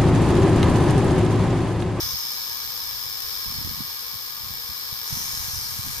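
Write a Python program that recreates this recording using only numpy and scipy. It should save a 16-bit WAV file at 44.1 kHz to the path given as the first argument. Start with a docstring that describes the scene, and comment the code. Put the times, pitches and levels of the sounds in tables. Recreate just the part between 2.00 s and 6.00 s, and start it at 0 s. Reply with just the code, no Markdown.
"""A frog gapes in a small plastic tub and a harsh, wet hiss sounds from start to end.
Tiny irregular spatters, bunched about a hundred times a second, reflect in the tub and excite narrow
resonances, one of them a squeal. Low buffets and dull knocks reach the microphone from the outset.
After three seconds the mouth opens wider: the hiss grows fuller, its bunches come quicker,
and a high resonance glides up and back down."""
import sys
import numpy as np
from scipy import signal
from scipy.fft import rfft, irfft, next_fast_len
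from scipy.io import wavfile
from scipy.ndimage import uniform_filter1d

SR = 44100
rng = np.random.default_rng(int(sys.argv[2]) if len(sys.argv) > 2 else 0)


def digitize_waveform(pressure):
    """Quantize a signal to 16-bit integers and store it at the path in sys.argv[1].

    Rows of a 2-D input are taken as channels; values are limited to [-1, 1].
    """
    field = np.atleast_2d(pressure).T
    bounded = np.clip(field, -1, 1)
    quanta = np.round(bounded * 32767).astype(np.int16)
    wavfile.write(sys.argv[1], SR, quanta)


N = 176400
TIME = np.arange(N) / SR
FFT_SIZE = next_fast_len(N + SR // 2)
HZ = np.maximum(np.fft.rfftfreq(FFT_SIZE, 1 / SR), 1)


def from_db(db):
    """Decibels to amplitude ratio."""
    return 10 ** (np.asarray(db) / 20)


def unit_rms(x):
    """Normalisation: the mean of the channels gets rms 1."""
    return x / np.sqrt(np.mean(np.atleast_2d(x).mean(axis=0) ** 2) + 1e-20)


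def over_time(rows):
    """Linear interpolation of a control curve at every sample."""
    return np.interp(TIME, *np.transpose(rows))


def over_hz(rows):
    """Interpolation of a table's columns along log frequency."""
    hz, *columns = np.transpose(rows)
    return np.array([np.interp(np.log(HZ), np.log(hz), column) for column in columns])


def bell(hz, width_hz):
    """Lorentzian power response of one resonance."""
    return 1 / (1 + (2 * (HZ - hz) / width_hz) ** 2)


def minimum_phase(db):
    """Causality: a response with this gain that rings only after it is excited."""
    cepstrum = irfft(np.log(from_db(db)), FFT_SIZE)
    return np.exp(rfft(cepstrum * (1 + np.sign(np.fft.fftfreq(FFT_SIZE)))))


def filtered(x, response):
    """Convolution, as a product of spectra."""
    return irfft(rfft(x, FFT_SIZE) * response, FFT_SIZE)[..., :N]


def noise(response):
    """Spectral shaping of white noise, at rms 1."""
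    return unit_rms(filtered(rng.standard_normal((1, N)), response))


def sputter(wide):
    """Amplitude modulation bunches an uneven train of spatters and a little air noise."""
    spatters_per_s, spacing_spread, size_spread_db, air_db = 900, .38, 3, -9.5
    bunch_hz, wide_bunch_hz, bunch_width_hz, bunch_db = 113.6, 143, 31, 2
    spacing, size, polarity = rng.standard_normal((N // 20, 3)).T
    gaps = np.exp(spacing_spread * spacing)
    onsets = (np.cumsum(gaps / gaps.mean()) * SR / spatters_per_s).astype(int)
    heights = from_db(size_spread_db * np.minimum(size, 2)) * np.sign(polarity)
    spatters = np.zeros(N)
    spatters[onsets[onsets < N]] = heights[onsets < N]
    bunches = np.sqrt(1 - wide) * noise(bell(bunch_hz, bunch_width_hz))
    bunches += np.sqrt(wide) * noise(bell(wide_bunch_hz, bunch_width_hz))
    swell = from_db(bunch_db * np.minimum(bunches, 2))
    bunched = swell * (unit_rms(spatters) + from_db(air_db) * rng.standard_normal(N))
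    return bunched / np.sqrt(uniform_filter1d(bunched ** 2, int(0.02 * SR)) + 1e-9)  # even over 20 ms


def tub(source):
    """Reverberation: direct sound, then exponentially decaying reflections, steady and scattered."""
    # reflections against the direct sound: frequency_hz, left_db, right_db
    reflection_levels = [(1360, -1, 0), (1860, -11.5, -13.5), (2420, 4, -5), (5330, 2.5, 0.5),
                         (9000, 7.5, 10), (13000, -24, 31)]
    # phase lag of the right channel behind the left: frequency_hz, lag_rad
    right_lag = [(600, 0.28), (1180, 1.77), (1400, 2.18), (2050, 3.37), (2300, 5.25), (2650, 2.4),
                 (2900, 6.54), (3500, 2.85), (4400, 6.3), (5250, 7.13), (5800, 7.4), (9000, 7.5),
                 (15500, 3.7)]
    t60_s, steady_share = 0.063, 0.51
    decay = from_db(-60 / (t60_s * SR)) ** 2  # power left after one sample
    reverberant_power = signal.lfilter([1 - decay], [1, -decay], source ** 2)
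    scattered = rng.standard_normal((2, N)) * np.sqrt(reverberant_power)
    echoes = rfft(rng.standard_normal((2, SR // 4)) * np.sqrt(decay ** np.arange(SR // 4)), FFT_SIZE)
    echoes /= np.sqrt(uniform_filter1d(abs(echoes) ** 2, size=900, axis=1))
    reflected = from_db(over_hz(reflection_levels))
    lag = np.exp(1j * over_hz(right_lag) * [[0], [-1]])
    paths = (1 + reflected * np.sqrt(steady_share) * echoes) * lag
    scatter_gain = reflected * np.sqrt(1 - steady_share)
    total = np.sqrt(uniform_filter1d(abs(paths) ** 2, size=900, axis=1) + scatter_gain ** 2)
    return filtered(source, paths / total) + filtered(scattered, scatter_gain / total)


def mouth(source, wide, band):
    """Cavity resonance colours one band of the sputter; the peaks flatten as the mouth widens."""
    # broad spectral envelope: frequency_hz, left_db, right_db
    colour = [(360, -8.5, -12.0), (642, -12, -14), (910, -0.5, -5), (2685, -13.5, -7.5), (3435, 6, -3),
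              (5200, -2.5, -1.5), (6360, -2, -3.5), (8000, -11, -10), (11340, -2.5, -10), (12750, 2.5, -11),
              (15500, 2, -5)]
    # resonances of mouth and tub: centre_hz, width_hz, left_db, right_db
    resonances = [(472, 137, 4, 9), (935, 46, 3, 11), (1085, 56, 2.5, 12), (1193, 94, 8.5, 5.5),
                  (1692, 284, 10, 10), (1927, 328, 11, 8), (2348, 270, 14, 2.5), (2840, 88, 10, 0),
                  (3503, 150, -5.5, 9), (3850, 360, 2, 6.5), (4090, 92, -8.5, 6), (4432, 128, 2, 15),
                  (4730, 110, 6.5, 0.5), (5023, 340, 12, 2), (5284, 264, 13, 16.5), (5960, 370, 5.5, 6),
                  (7440, 130, 8, 9.5), (9160, 550, 9, 9.5), (13110, 790, 11.5, 9), (14300, 540, 7.5, 8)]
    # change of colour with the mouth wide open: frequency_hz, gain_db
    wide_colour = [(1400, 0.5), (2700, 2), (3500, -1.5), (4200, 1), (5100, -2.5), (5550, 3.5), (11000, 4.5),
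                   (13300, -1)]
    wide_ring_share = 0.81
    broad_db = over_hz(colour)
    ring_db = sum(bell(hz, width) * np.array([[left], [right]]) for hz, width, left, right in resonances)
    blurred_db = uniform_filter1d(ring_db, size=4000, axis=1)
    wide_ring_db = blurred_db + wide_ring_share * (ring_db - blurred_db)
    narrow = filtered(source, band * minimum_phase(broad_db + ring_db))
    opened = filtered(source, band * minimum_phase(broad_db + wide_ring_db + over_hz(wide_colour)))
    return (1 - wide) * unit_rms(narrow) + wide * unit_rms(opened)


def squeal(ringing):
    """Compression steadies the squealing band, which swells and fades apart from the rest."""
    # swell of the squeal, before the trim: time_s, level_db
    levels = [(.15, -33.5), (.3, -35.5), (.66, -39), (1.35, -36.5), (1.64, -38.5), (1.72, -40.5),
              (2.4, -42), (2.95, -40.5), (3.15, -39.5), (3.35, -36), (3.5, -41), (4, -43)]
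    window_s, compression, trim_db = 0.0099, 0.29, 0.6
    power = uniform_filter1d(np.mean(ringing ** 2, axis=0), int(window_s * SR) + 1)
    steadied = unit_rms(ringing / (abs(power) + 1e-9) ** (compression / 2))
    return from_db(over_time(levels) + trim_db) * steadied


def glide(source):
    """A resonance with a moving centre, by heterodyning: shift down, low-pass, shift back up."""
    # path of the resonance, strong at the start and after three seconds: time_s, centre_hz, level_db
    path = [(.06, 5750, -42), (.3, 5950, -52), (2.98, 5400, -83), (3.07, 5570, -47), (3.21, 5860, -41),
            (3.3, 6340, -47), (3.47, 6140, -49), (3.56, 5500, -41), (3.66, 5060, -41), (3.83, 4600, -64)]
    width_hz = 1180
    time_s, centre_hz, level_db = np.transpose(path)
    carrier = np.exp(2j * np.pi * np.cumsum(np.interp(TIME, time_s, centre_hz)) / SR)
    lowpass = signal.butter(2, width_hz / 2, fs=SR, output="sos")
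    ringing = signal.sosfilt(lowpass, source / carrier) * carrier
    return from_db(np.interp(TIME, time_s, level_db)) * unit_rms(ringing.real)


def hiss():
    """Source and filter: one sputter drives the broad hiss, the squeal and the gliding resonance."""
    # strength of the broad hiss, before the trim: time_s, level_db
    levels = [(0.03, -31.5), (0.14, -33.5), (1.12, -35), (1.29, -34), (2.38, -36.5), (3.01, -35),
              (3.15, -33), (3.73, -34.5)]
    widen_at_s, widen_takes_s, trim_db = 3.07, 0.029, 0.95
    squeal_hz, squeal_width_hz = 5330, 575
    wide = np.clip((TIME - widen_at_s) / widen_takes_s + .5, 0, 1)
    source = tub(sputter(wide))
    squeal_band = 1 / (1 + (2 * (HZ - squeal_hz) / squeal_width_hz) ** 4)
    broad = from_db(over_time(levels) + trim_db) * mouth(source, wide, 1 - squeal_band)
    return broad + squeal(mouth(source, wide, squeal_band)) + glide(source)


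def rumble(top_hz):
    """Low-passed noise of rms 1, incoherent between the channels and stronger on the right."""
    white = from_db([[-6], [6]]) * rng.standard_normal((2, N))
    return unit_rms(signal.sosfilt(signal.butter(4, top_hz, fs=SR, output="sos"), white))


def buffets():
    """Pressure fluctuations at the microphone: bursts over a faint rumble, lumpy and booming."""
    # buffets, before lumps and boom: start_s, length_s, level_db, top_hz
    bursts = [(0.021, 0.15, -44, 161), (0.652, 0.78, -53, 124), (1.455, 0.4, -44, 217),
              (1.544, 0.18, -45.5, 234), (2.136, 0.029, -45, 183), (2.407, 0.18, -46, 176),
              (2.692, 0.035, -44.5, 190), (3.105, 0.106, -41.5, 182), (3.208, 0.92, -45, 157),
              (3.844, 0.069, -39, 201)]
    floor_db, edge_s, low_cut_hz = -57, 0.0067, 31
    lump_hz, lump_db, boom_hz, boom_db = 24, 3, 74.4, 4.5
    pressure = from_db(floor_db) * rumble(top_hz=142)
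    for start_s, length_s, level_db, top_hz in bursts:
        inside_s = np.minimum(TIME - start_s, start_s + length_s - TIME)
        pressure += rumble(top_hz) * from_db(level_db) * np.clip(inside_s / edge_s + .5, 0, 1)
    pressure = signal.sosfilt(signal.butter(1, low_cut_hz, "high", fs=SR, output="sos"), pressure)
    lumps = from_db(lump_db * (np.minimum(noise(bell(lump_hz, lump_hz)), 2) - 1))
    return filtered(lumps * pressure, minimum_phase(boom_db * bell(boom_hz, boom_hz)))


def knocks():
    """Heavily damped oscillation: each knock swings for a cycle or two, mostly on the right."""
    # dull knocks on the microphone, before panning: start_s, level_db, pitch_hz
    impacts = [(.028, -31.5, 76), (1.273, -39.5, 78), (1.474, -35, 69), (1.584, -31.5, 128),
               (1.643, -31, 80), (1.673, -31.5, 247), (1.687, -32, 69), (1.804, -26, 185),
               (2.923, -32.5, 113), (3.124, -26.5, 124), (3.17, -31, 165), (3.534, -31, 86.5),
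               (3.56, -32.5, 91), (3.79, -29, 110)]
    rise_cycles, left_db = 0.52, -27
    swings = np.zeros(N)
    for start_s, level_db, pitch_hz in impacts:
        cycles = np.maximum(TIME - start_s, 0) * pitch_hz
        age = cycles / rise_cycles
        sounding = (age > 0) & (age < 20)
        envelope = (age[sounding] * np.exp(1 - age[sounding])) ** 2
        swings[sounding] += from_db(level_db) * envelope * np.sin(2 * np.pi * cycles[sounding])
    pan = from_db([[left_db], [0]])
    return swings * pan / pan.mean()


def scene():
    """Superposition of the hiss, the buffets and the knocks."""
    return hiss() + buffets() + knocks()


def record(dry):
    """Band limiting: an elliptic low-pass cuts the top steeply."""
    cutoff_hz = 15450
    return signal.sosfilt(signal.ellip(12, .2, 80, cutoff_hz, fs=SR, output="sos"), dry)


dry = scene()
out = record(dry)
digitize_waveform(out)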